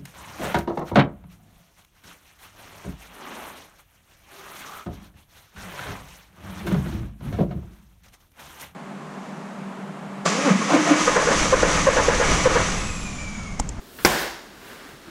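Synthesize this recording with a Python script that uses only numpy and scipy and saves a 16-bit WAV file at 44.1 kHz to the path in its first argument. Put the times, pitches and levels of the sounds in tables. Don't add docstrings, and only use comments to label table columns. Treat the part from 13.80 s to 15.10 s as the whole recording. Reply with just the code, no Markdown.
import sys
import numpy as np
from scipy import signal
from scipy.io import wavfile

SR = 44100
rng = np.random.default_rng(int(sys.argv[2]) if len(sys.argv) > 2 else 0)


def int16_out(signal):
    q = np.round(np.clip(np.atleast_2d(signal).T, -1, 1) * 32767)
    wavfile.write(sys.argv[1], SR, q.astype(np.int16))


N = 57330
T = np.arange(N) / SR

# pitch_hz, level_db, t60_s
COVER_MODES = [(177, -13, 0.017), (347.6, 1.5, 0.059), (469, -11.5, 0.018), (940, -7, 0.017),
               (1540, 0, 0.014), (2133, 4.5, 0.012), (3020, -24, 0.027)]
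# delay_s, level_db
ECHOES = [(.00245, -4.5), (.0045, -5.5), (.0072, -14), (.0093, -17.5), (0.0094, -15.5), (0.0138, -16)]
# frequency_hz, relative_db_per_hz
SCATTER_SPECTRUM = [(60, -24), (110, -36), (170, 15), (350, -21), (700, 3.5), (950, 8), (1200, 1),
                    (1600, -2.5), (3200, -2), (4000, -36), (6000, -12.5), (15500, -12)]
# frequency_hz, relative_db_per_hz
TAIL_SPECTRUM = [(59, -48), (100, -10), (140, -6.5), (209, -8.5), (238, -11), (370, -1), (457, -19),
                 (564, 13), (627, -7), (1160, -7.5), (1260, -12.5), (1590, -6), (2470, -15), (5170, -17.5),
                 (15500, -26.5)]
# frequency_hz, t60_s
ROOM_T60 = [(120, 0.6), (350, 0.61), (800, 0.66), (1500, .68), (5000, 0.71), (9000, .53), (15000, 0.57)]
# pitch_hz, level_db, t60_s
ROOM_MODES = [(148.7, -13.5, 0.32), (216.3, -16.5, 0.27), (342.6, -27.5, 0.78), (365, -17, 0.36),
              (498.3, -18.5, 0.39), (571.7, -23, 0.64), (626, -31, 0.52), (682.6, -30, 0.36),
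              (742, -25.5, 0.58), (871, -35, .62), (1015, -24, 0.42)]
# start_s, level_db
THUDS = [(0.252, -23), (0.297, -21.5), (0.317, -30), (.417, -36), (0.493, -38), (0.541, -38.5)]
# frequency_hz, relative_db_per_hz
SCUFF_SPECTRUM = [(88, -30), (150, -5), (230, -35), (258, -1.5), (381, -8.5), (471, 10), (509, -10),
                  (751, -6), (894, -6.5), (1510, -3), (15500, -30)]
# time_s, level_db
SCUFF_LEVEL = [(.6, -54.5), (.79, -50), (.85, -44.5), (.93, -42), (1.0, -44.5), (1.1, -44.5), (1.19, -51),
               (1.26, -47.5), (1.3, -48)]
# frequency_hz, relative_db_per_hz
PIVOT_SPECTRUM = [(200, -6), (600, -17), (1100, -0.5), (1650, 0), (2300, -10), (3100, -9.5), (5000, -19),
                  (15000, -58)]
# peak_s, level_db, rise_s, fall_s
RUSTLES = [(0.25, -39, 0.094, .02), (.415, -32.5, 0.02, 0.022), (.89, -50.5, 0.1, 0.11),
           (1.09, -57, 0.011, 0.046)]
# frequency_hz, relative_db_per_hz
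RUSTLE_SPECTRUM = [(200, 10), (1500, -12), (3000, 0.5), (6000, -4.5), (11000, -1.5), (15500, -0.5)]
# start_s, level_db, pitch_hz
STEPS = [(0.736, -39, 330), (0.926, -47, 316), (1.051, -39, 291), (1.133, -40.5, 139), (1.268, -39, 323),
         (1.275, -39, 170), (1.283, -32, 335)]
# frequency_hz, relative_db_per_hz
AIR_SPECTRUM = [(15, -39), (25, 3), (110, -13.5), (253, -3.5), (289, -11), (389, -1), (433, -21.5),
                (598, -9), (871, -20), (997, -16), (1620, -16.5), (2170, -28), (3340, -19.5),
                (15500, -33.5)]

KICK_S = 0.2491
PUSH_DB, PUSH_HZ, PUSH_T60_S = 7.5, 350, 0.0054
CRACK_LAG_S, CRACK_HZ, CRACK_DB = 0.00049, 5260, 22
CRACK_T60_S, CRACK_RISE_S = 0.002, 0.00044
SNAP_DB, SNAP_T60_S, SNAP_LOW_HZ = 12, 0.002, 8640
ECHO_LOW_HZ = 109
SCATTER_DB, SCATTER_T60_S, SCATTER_RISE_S = -0.5, 0.1, 0.0036
TAIL_DB, TAIL_RISE_S = -10, 0.002
NULL_HZ, NULL_Q = 111.8, 1.34
THUD_HZ, THUD_T60_S, THUD_RISE_S = 50, 0.14, 0.0019
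PIVOT_S, PIVOT_DB, PIVOT_T60_S, PIVOT_RISE_S = 0.186, -38, 0.36, 0.0018
UNSTICK_DB, UNSTICK_T60_S, UNSTICK_RISE_S = -32, 0.018, 0.002
STEP_T60_S, STEP_RISE_S = 0.09, 0.0023
AIR_DB = -47
MIC_LOW_HZ, CUTOFF_HZ = 45, 15700
LIMIT_DB, LIMIT_ATTACK_S, RELEASE_DB_PER_S, DETECT_S = -2.5, 0.00045, 53, 0.00062


def from_db(db):
    return 10 ** (np.asarray(db) / 20)


def at_hz(points, hz):
    table_hz, values = np.transpose(points)
    return np.interp(np.log(hz), np.log(table_hz), values)


def fade(start, t60, rise=1e-5):
    age = np.maximum(T - start, 0)
    return (1 - np.exp(-age / rise)) * np.exp(-np.log(1000) * age / t60)


def ring(start, hz, t60, rise=1e-5):
    return fade(start, t60, rise) * np.sin(2 * np.pi * hz * (T - start))


def highpass(sound, order, hz):
    return signal.sosfilt(signal.butter(order, hz, "high", fs=SR, output="sos"), sound)


def noise(spectrum, envelope=lambda hz: 1):
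    edges = 22 * 2 ** (np.arange(30) / 3)
    white = rng.standard_normal((2, N + SR // 4))
    total, power = 0, 0
    for k, (low, high) in enumerate(zip(edges, edges[1:])):
        center_hz = np.sqrt(low * high)
        bandpass = signal.butter(2, [low, high], "band", fs=SR, output="sos")
        band = signal.sosfilt(bandpass, white[k % 2])[-N:]
        gain = from_db(at_hz(spectrum, center_hz)) * np.sqrt(high - low)
        total = total + gain * band / band.std() * envelope(center_hz)
        power = power + gain ** 2
    return total / np.sqrt(power)


def slap():
    pulse = np.cos(2 * np.pi * PUSH_HZ * (T - KICK_S))
    push = from_db(PUSH_DB) * fade(KICK_S, PUSH_T60_S) * pulse
    cover = sum(from_db(db) * ring(KICK_S, hz, t60) for hz, db, t60 in COVER_MODES)
    crack_s = KICK_S + CRACK_LAG_S
    crack = from_db(CRACK_DB) * ring(crack_s, CRACK_HZ, CRACK_T60_S, CRACK_RISE_S)
    hiss = highpass(rng.standard_normal(N), 4, SNAP_LOW_HZ)
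    snap = from_db(SNAP_DB) * hiss * fade(crack_s, SNAP_T60_S)
    return push + cover + crack + snap


def room(hit):
    thin = highpass(hit, 1, ECHO_LOW_HZ)
    echoes = sum(from_db(db) * np.interp(T - delay, T, thin) for delay, db in ECHOES)
    scatter_fade = fade(KICK_S, SCATTER_T60_S, SCATTER_RISE_S)
    scatter = from_db(SCATTER_DB) * noise(SCATTER_SPECTRUM) * scatter_fade
    tail_noise = noise(TAIL_SPECTRUM, lambda hz: fade(KICK_S, at_hz(ROOM_T60, hz), TAIL_RISE_S))
    tail = from_db(TAIL_DB) * tail_noise
    modes = sum(from_db(db) * ring(KICK_S, hz, t60, TAIL_RISE_S) for hz, db, t60 in ROOM_MODES)
    return echoes + scatter + tail + modes


def bag_base():
    thuds = sum(from_db(db) * ring(start, THUD_HZ, THUD_T60_S, THUD_RISE_S) for start, db in THUDS)
    scuff_db = np.interp(T, *np.transpose(SCUFF_LEVEL))
    return thuds + from_db(scuff_db) * noise(SCUFF_SPECTRUM)


def pivot():
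    slide = from_db(PIVOT_DB) * fade(PIVOT_S, PIVOT_T60_S, PIVOT_RISE_S)
    unstick = from_db(UNSTICK_DB) * fade(PIVOT_S, UNSTICK_T60_S, UNSTICK_RISE_S)
    return (slide + unstick) * noise(PIVOT_SPECTRUM)


def rustles():
    swells = 0
    for peak, db, rise, fall in RUSTLES:
        distance = np.maximum((peak - T) / rise, (T - peak) / fall)
        swells = swells + from_db(db) * np.exp(-distance)
    return swells * noise(RUSTLE_SPECTRUM)


def floor_touches():
    return sum(from_db(db) * ring(start, hz, STEP_T60_S, STEP_RISE_S) for start, db, hz in STEPS)


def room_air():
    return from_db(AIR_DB) * noise(AIR_SPECTRUM)


def scene():
    hit = slap()
    null = signal.iirnotch(NULL_HZ, NULL_Q, fs=SR)
    kick = signal.lfilter(*null, hit + room(hit))
    return (kick + bag_base() + pivot() + rustles() + floor_touches() + room_air())[None]


def smooth(values, time_s):
    keep = np.exp(-1 / (time_s * SR))
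    return signal.lfilter([1 - keep], [1, -keep], values)


def record(dry):
    mic = highpass(dry, 2, MIC_LOW_HZ)
    level_db = 10 * np.log10(smooth(mic[0] ** 2, DETECT_S) + 1e-12)
    over_db = np.maximum(level_db - LIMIT_DB, 0)
    release_db = RELEASE_DB_PER_S * T
    held_db = np.maximum.accumulate(over_db + release_db) - release_db
    limited = mic * from_db(-smooth(held_db, LIMIT_ATTACK_S))
    clipped = np.clip(limited, -1, 1)
    treble_cut = signal.ellip(10, 0.1, 70, CUTOFF_HZ, fs=SR, output="sos")
    return signal.sosfilt(treble_cut, clipped)


dry = scene()
out = record(dry)
int16_out(out)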